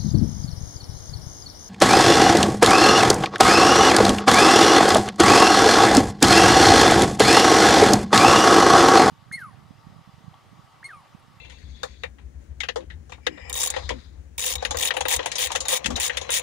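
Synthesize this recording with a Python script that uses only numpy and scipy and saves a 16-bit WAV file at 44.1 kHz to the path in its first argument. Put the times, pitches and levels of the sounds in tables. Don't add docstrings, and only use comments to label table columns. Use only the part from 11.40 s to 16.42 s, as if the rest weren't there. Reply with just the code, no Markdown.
import sys
import numpy as np
from scipy import signal
from scipy.fft import rfft, irfft
from scipy.io import wavfile
from scipy.ndimage import uniform_filter1d

SR = 44100
rng = np.random.default_rng(int(sys.argv[2]) if len(sys.argv) > 2 else 0)


def log_audio(samples):
    frames = np.atleast_2d(samples).T
    limited = np.clip(frames, -1, 1)
    pcm = np.round(limited * 32767).astype(np.int16)
    wavfile.write(sys.argv[1], SR, pcm)


def boost_factor(decibels):
    exponent = np.asarray(decibels, float) / 20
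    return 10 ** exponent


N = 221508


def resonances(modes, hz):
    f, width, db = np.transpose(modes)[:, :, None]
    return boost_factor(db) * 1j * hz * width / (f ** 2 - hz ** 2 + 1j * hz * width)


def ring(x, modes, order=1):
    n = x.shape[-1]
    signs = (-1) ** np.arange(len(modes))
    response = signs @ resonances(modes, np.fft.rfftfreq(n, 1 / SR))
    y = irfft(rfft(x) * response ** order, n)
    return y / np.sqrt(np.mean(y ** 2))


def curve(table, column, off_db=-120):
    points = np.array(table)
    return np.interp(np.arange(N) / SR, points[:, 0], points[:, column], off_db, off_db)


def pair(shape, alike_hz):
    one, left, right = rfft(rng.standard_normal(shape + (3,)), axis=-2).T
    hz = np.fft.rfftfreq(shape[-1], 1 / SR).reshape((-1,) + (1,) * (len(shape) - 1))
    alike = 1 / (1 + (hz / alike_hz) ** 2)
    both = np.sqrt(alike) * one + np.sqrt(1 - alike) * np.array([left, right])
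    return irfft(both, shape[-1], axis=1).T


# freq_hz, density_db_per_hz
AIR_SPECTRUM = [(59, -35), (100, -23), (109, -8), (210, -15), (558, -27.5), (621, -30), (1060, -36),
                (1650, -34), (2990, -39), (16000, -35.5)]
AIR_DB = -57.5


def air():
    hz = np.fft.rfftfreq(N, 1 / SR) + 1
    f, db = np.transpose(AIR_SPECTRUM)
    colour = boost_factor(np.interp(np.log(hz), np.log(f), db))
    hiss = irfft(rfft(pair((N,), alike_hz=450.).T) * colour, N)
    flutter = boost_factor(0.77 * ring(rng.standard_normal(N), [(2.6, 3, 0)]))
    return hiss * flutter * boost_factor(AIR_DB) / np.sqrt(np.mean(hiss ** 2))


# time_s, level_db
IDLE = [(0.0, -49.5), (1.3, -44.5), (1.9, -49), (2.3, -52.5), (2.6, -41.5), (3.1, -47.5), (3.5, -54.5),
        (5.02, -54.5)]
# peak_s, level_db, half_length_s
SWELLS = [(0.047, -48, .04), (0.3, -42.5, 0.17), (0.69, -44, .06), (0.848, -41.5, 0.062),
          (0.993, -43.5, 0.077), (1.151, -43.5, 0.11), (1.55, -40, .12), (2.09, -46, .12),
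          (2.453, -33.5, 0.16), (2.79, -47, .1), (3.18, -35.5, 0.068), (3.309, -36.5, .05),
          (3.382, -33.5, 0.053), (3.636, -40, .07), (3.792, -36, 0.053), (4.062, -43, 0.05),
          (4.2, -43, .08), (4.539, -33, .1), (4.791, -42.5, 0.076), (4.898, -45.5, .08)]


def idle_level():
    t = np.arange(N) / SR
    level = boost_factor(curve(IDLE, 1))
    for peak_s, db, half_s in SWELLS:
        level = level + boost_factor(db) * np.cos(np.pi / 2 * np.clip((t - peak_s) / half_s, -1, 1)) ** 2
    return level


# freq_hz, level_db
IDLE_TONES = [(64.6, 0.5), (80.0, -4.5)]
# freq_hz, width_hz, level_db
EXHAUST = [(62, 24, 6.5), (157, 29, -3.5), (222, 160, -12)]


def engine():
    out = boost_factor(-7.0) * ring(pair((N,), alike_hz=300.).T, EXHAUST, order=2)
    for hz, db in IDLE_TONES:
        drift, swell = (ring(rng.standard_normal(N), [(3.0, 5.6, 0)]) for _ in range(2))
        phase = 2 * np.pi * np.cumsum(hz * (1 + 0.015 * drift)) / SR
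        out = out + boost_factor(db + 3.03 * swell) * np.sin(phase)
    return out * idle_level() * boost_factor(-2.0)


# time_s, pitch_hz, level_db
BOOMS = [
    [(1.36, 355, -45.5), (1.436, 331, -47), (1.47, 306, -75)],
    [(1.87, 324, -43), (1.932, 314, -44.5), (1.98, 267, -54)],
    [(2.5, 328, -41), (2.582, 228.3, -44.5), (2.62, 214, -72)],
    [(4.45, 208.2, -38), (4.538, 250, -32), (4.58, 225, -56)],
]


def bump():
    wobble = 0.88 + 0.76 * ring(rng.standard_normal(N), [(40, 54, 0)])
    out = 0
    for boom in BOOMS:
        level = uniform_filter1d(boost_factor(curve(boom, 2) - 3.5), size=300)
        phase = 2 * np.pi * np.cumsum(curve(boom, 1, 200)) / SR
        out = out + np.sqrt(2) * level * wobble * np.sin(phase)
    return out


# time_s, level_db, box_share_db
RUBS = [
    [(0.0, -49.5, -8.5), (0.18, -62, -11)],
    [(0.12, -59.5, -17), (0.508, -55, -16), (0.63, -62.5, -21), (0.72, -103, 1)],
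    [(1.78, -81.5, 26), (1.852, -59, -28), (2.12, -44, -0.5)],
    [(2.28, -50.5, -4), (2.394, -50.5, 5.5), (2.654, -65, -19), (2.8, -87.5, 19)],
    [(3.15, -71, 26.5), (3.216, -52, -2), (3.426, -54.5, 14), (3.696, -50.5, 3), (4.06, -46.5, 0),
     (4.17, -51.5, 7), (4.29, -54, 8.5), (4.764, -50, 2), (5.02, -47.5, 2)],
]
# freq_hz, width_hz, level_db
RUB_SQUEAKS = [
    [(2085, 50, -7), (2390, 130, -7), (2690, 47, 2), (3600, 340, 0), (3910, 470, -2), (6400, 490, -16)],
    [(2300, 1800, -5), (3500, 270, -1), (3780, 470, -0.5), (4370, 350, -1), (5320, 150, -13),
     (6200, 1300, -8.5)],
    [(1940, 340, -1), (2310, 210, -1), (2860, 340, -5), (5090, 230, -4.5), (7350, 600, -12)],
    [(2200, 3100, 5.5), (3720, 1200, 8.5), (4780, 250, 2), (5760, 1500, -16.5)],
    [(2360, 2660, 4.5), (3990, 210, -1), (5540, 850, -2.5), (6400, 330, -39)],
]


def rubbing():
    out = np.zeros((2, N))
    for table, squeak in zip(RUBS, RUB_SQUEAKS):
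        a, b = int(table[0][0] * SR), min(int(table[-1][0] * SR), N)
        slip_db = 1.5 * np.repeat(rng.standard_normal(N // 64 + 1), 64)[:b - a]
        slips = pair((b - a,), alike_hz=1500.).T * boost_factor(slip_db)
        voices = 0
        for mode in squeak:
            waver_db = 2.5 * ring(rng.standard_normal(b - a), [(5, 12, 0)])
            voices = voices + boost_factor(mode[2] + waver_db) * ring(slips, [mode], order=2)
        box = boost_factor(curve(table, 2)[a:b]) * ring(slips, BOX)
        out[:, a:b] += boost_factor(curve(table, 1)[a:b]) * (voices / 1.27 + box)
    return out


# freq_hz, width_hz, level_db
BOX = [(302.6, 19, -11.5), (503, 40, 7.5), (814, 128, 0), (951, 114, 0), (1151, 307, -4)]
LID = [(1640, 640, -15.5), (1920, 205, -7), (2290, 186, -1), (2920, 1190, -10.5), (3556, 405, 3),
       (3660, 106, 5), (4460, 1590, -3.5), (2503, 1280, -5)]
STEEL = [(5540, 2200, -5), (6807, 110, 4.5), (6850, 390, 1), (8350, 3160, -1.5), (9090, 410, 4),
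         (10460, 2300, -0.5), (13270, 5000, -3), (15160, 430, 0.5)]
HANDLE = [(3780, 55, 0), (6990, 55, -1)]
HIT = 4096
ECHO_S = .0032


def hits(s, shares_db, t60, snap_db, snap_t60, scatter_db, lid_hz=2800., focus_db=0., blunt_db=-6.0,
         damping=0.73, attack_s=0.00035, tick_db=10.5):
    t = np.arange(HIT)[:, None] / SR
    snap = boost_factor(snap_db - 60 * t / snap_t60)
    echo = boost_factor(-9.0) * np.roll(snap, int(ECHO_S * SR))
    rattle = boost_factor(-60 * t / np.reshape(t60, (-1, 1, 1)))
    shape = np.minimum(t / attack_s, 1) * (snap + echo + rattle)
    tail = pair((len(s), HIT), alike_hz=1790.0) * shape
    tail[:, 8] += boost_factor(snap_db + tick_db)
    luck_db = scatter_db * rng.standard_normal((len(s), 40))
    hz = np.fft.rfftfreq(HIT, 1 / SR)
    colour = 0
    for k, (modes, db) in enumerate(zip([BOX, LID, STEEL, HANDLE], shares_db)):
        f = np.array(modes)[:, 0]
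        weight_db = luck_db[:, 10 * k:10 * k + len(modes)]
        if modes is LID:
            weight_db = weight_db - focus_db * np.log2(f / np.reshape(lid_hz, (-1, 1))) ** 2
        if modes is STEEL:
            tilt_db = .5 * np.minimum(db - shares_db[1], 0)[:, None] - blunt_db
            weight_db = weight_db + tilt_db * np.log2(f / f[0])
        weights = boost_factor(weight_db) * (-1) ** np.arange(len(modes))
        part = weights @ resonances(np.multiply(modes, [1, damping, 1]), hz)
        part_rms = np.sqrt(np.mean(abs(part) ** 2, axis=1, keepdims=True))
        colour = colour + part * boost_factor(db)[:, None] / part_rms
    sound = irfft(rfft(tail, axis=1) * colour[:, :, None], HIT, axis=1)
    out = np.zeros((N + HIT, 2))
    for start, blow in zip((s * SR).astype(int), sound):
        out[start:start + HIT] += blow
    return out[:N].T


# start_s, blow_db, box_db, steel_db
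KNOCKS = [(0.0469, -44, -8, -11), (0.0962, -39.5, -15, -5.5), (0.118, -45, -4, -7), (0.182, -52, -18, -6),
          (0.431, -24, 3, -5.5), (0.6333, -22.5, -5, -35), (0.7824, -50, -2, -34),
          (1.2027, -16.5, -24, -19.5), (1.2318, -22, -7.5, -14), (1.2855, -16.5, -7, -11.5),
          (1.3577, -28, 7.5, -13), (1.4015, -46, 6, -9), (1.5001, -36, -20, -40), (1.6942, -47, 2.5, -5),
          (1.719, -31, -5, -12.5), (1.8658, -9, -7, -20), (1.9734, -44.5, 7, -28),
          (2.3371, -27.5, -1.5, -12.5), (2.362, -21.5, 2, -18), (2.4901, -21.5, -9.5, -9.5),
          (2.502, -25, 5.5, -28),
          (3.2233, -30.5, 8, -21), (3.249, -13, -7.5, -5), (3.3071, -19.5, -1, -1.5),
           (3.344, -29, 8.5, -8), (3.5053, -10.5, -11, -17.5), (3.5377, -29.5, 2.5, -5),
           (3.566, -16, -4, -2.5), (3.6058, -17, -1, -2), (3.652, -18.5, 1.5, -8), (3.7907, -20.5, 2, -22),
           (3.8265, -32.5, 2.5, -7.5), (3.8577, -18.5, 0, 1.5), (3.9154, -21.5, -20, -1),
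           (3.954, -25, -5, 5.5), (4.102, -31, 7.5, -18), (4.1163, -19.5, -8, 0), (4.15, -17.5, 0.5, -4),
           (4.1566, -15.5, -8, 0), (4.2034, -23.5, -8, 4), (4.2519, -24.5, -5, -2),
           (4.4423, -21.5, -18, -11.5), (4.458, -12.5, -12, -0.5), (4.5029, -30, 5.5, -3),
           (4.56, -25.5, -1.5, 6.5), (4.575, -29.5, 6.5, -32), (4.695, -16.5, -10, -28.5),
           (4.746, -33.5, -0.5, -19), (4.7695, -13.5, -13.5, -3), (4.8119, -29.5, -0.5, -0.5),
           (4.8905, -19.5, -3.5, -29)]
SHARP_LID_HZ, OCTAVES_PER_DB = 2960, .014
HARD_T60_S, RATTLE_S_PER_DB = 0.052, 0.0027


def knocks():
    s, db, box_db, steel_db = np.transpose(KNOCKS)
    shares_db = [db + box_db - 6, db - 5.0, db + steel_db - 4.0]
    lid_hz = SHARP_LID_HZ * 2 ** (OCTAVES_PER_DB * np.minimum(steel_db, 0))
    t60 = HARD_T60_S + RATTLE_S_PER_DB * (db.max() - db)
    return hits(s, shares_db, t60, snap_db=-3.5, snap_t60=0.0055, scatter_db=4.5, lid_hz=lid_hz,
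                focus_db=12.0, blunt_db=9.5, damping=1.26, attack_s=0.0011, tick_db=0.5)


# start_s, low_note_db, high_note_db
PINGS = [
    (3.181, -33, -53),
    (3.352, -58, -34.5),
    (3.953, -33, -47),
    (4.253, -33, -42),
    (4.556, -27, -44),
    (4.72, -59, -58),
]


def pings():
    out, t = 0, np.arange(N) / SR
    for k, (hz, width, db) in enumerate(HANDLE):
        level = sum(boost_factor(row[1 + k] - 60 * abs(t - row[0]) / 0.15) * (t > row[0]) for row in PINGS)
        out = out + level * ring(pair((N,), alike_hz=3000.).T, [(hz, 0.79 * width, db)])
    return out


# first_tooth_s, length_s, teeth, first_phase_0_1, last_phase_0_1
SWINGS = [(2.0969, 0.2053, 19, 0.0, 0.99), (2.9798, 0.1744, 20, 0.15, 0.9),
          (3.3709, 0.1106, 14, 0.09, 0.79), (3.6832, 0.0797, 13, 0.12, 0.9),
          (3.9824, 0.0879, 15, 0.19, 0.89), (4.2836, 0.0871, 15, 0.24, 0.88),
          (4.5996, 0.0785, 13, 0.27, 0.79), (4.9047, 0.0898, 20, 0.11, 0.91)]
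TOOTH_DB, SPEED_DB = -19.5, 2
FIRST_TOOTH_DB, TOOTH_SCATTER_DB = 3.0, 1.82
TOOTH_JITTER = .15
BOUNCE_S, BOUNCE_DB = .0042, -7.5


def teeth():
    rows = []
    for (start, length, count, first, last), stroke in zip(SWINGS, STROKES):
        angle = np.linspace(np.cos(np.pi * first), np.cos(np.pi * last), count)
        part = np.arccos(angle) / np.pi
        speed, luck = np.sin(np.pi * part), rng.standard_normal((count, 3))
        jitter = TOOTH_JITTER * speed ** 2 * luck[:, 0] / count
        s = start + length * ((part - first) / (last - first) + jitter)
        db = TOOTH_DB + SPEED_DB * speed + TOOTH_SCATTER_DB * luck[:, 1]
        db = db + FIRST_TOOTH_DB * (part == part[0]) + stroke[4] * (part - .5)
        bounce_db = db + BOUNCE_DB - 13.0 * (1 - speed) + 2 * TOOTH_SCATTER_DB * luck[:, 2]
        rows += [(s, db), (s + BOUNCE_S, bounce_db)]
    return np.hstack(rows)


# start_s, grip_db, lid_share_db, box_share_db, first_to_last_tooth_db
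STROKES = [(2.0, 2, -17, -25.5, 3.5), (2.9, 0.5, -14, -26.5, 3), (3.3, 0.5, -10.5, -29, 1),
           (3.6, 3, -12.5, -22, 2), (3.9, 0.5, -10, -25.5, -0.5), (4.2, 1, -11, -20.5, 3),
           (4.5, 0.5, -11.5, -26.5, -0.5), (4.85, 1, -13, -31, 0)]


def ratchet():
    s, db = teeth()
    start, grip_db, lid_db, box_db, _ = np.transpose(STROKES)
    stroke = np.searchsorted(start, s) - 1
    db = db + grip_db[stroke]
    shares_db = [db + box_db[stroke] - 7, db + lid_db[stroke] - 7.5, db - 8.5, db - 22.5]
    return hits(s - .0004, shares_db, np.full(len(s), .055), snap_db=11.0, snap_t60=.011, scatter_db=3.5)


def scene():
    return air() + engine() + bump() + rubbing() + knocks() + pings() + ratchet()


def top_cut(x):
    return signal.sosfilt(signal.butter(12, 17110, fs=SR, output="sos"), x)


# freq_hz, left_db, right_db
PORTS = [(60.5, 3.5, -5.5), (540, 8.5, -0.5), (1090, 3, -0.5), (1650, 8.5, -7), (3150, 3, -11),
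         (5200, -0.5, -8.5), (6600, 4, -3.5), (7320, 0.5, -10), (9100, -8.5, -5.5), (9470, -16.5, -1),
         (11450, -32.5, -12.5), (12450, -43, -24.5), (14700, -24, -8.5), (15600, -19, -5),
         (16100, -59, -49)]
LEFT_LAG = 42
HEADROOM = .62


def record(dry):
    hz = np.fft.rfftfreq(N, 1 / SR) + 1
    f, *ports_db = np.transpose(PORTS)
    gain = boost_factor([np.interp(np.log(hz), np.log(f), port_db) for port_db in ports_db])
    left, right = irfft(rfft(dry) * gain, N)
    both = np.array([np.roll(left, LEFT_LAG), right])
    mix = HEADROOM * np.tanh(both / HEADROOM)
    return top_cut(mix)


dry = scene()
out = record(dry)
log_audio(out)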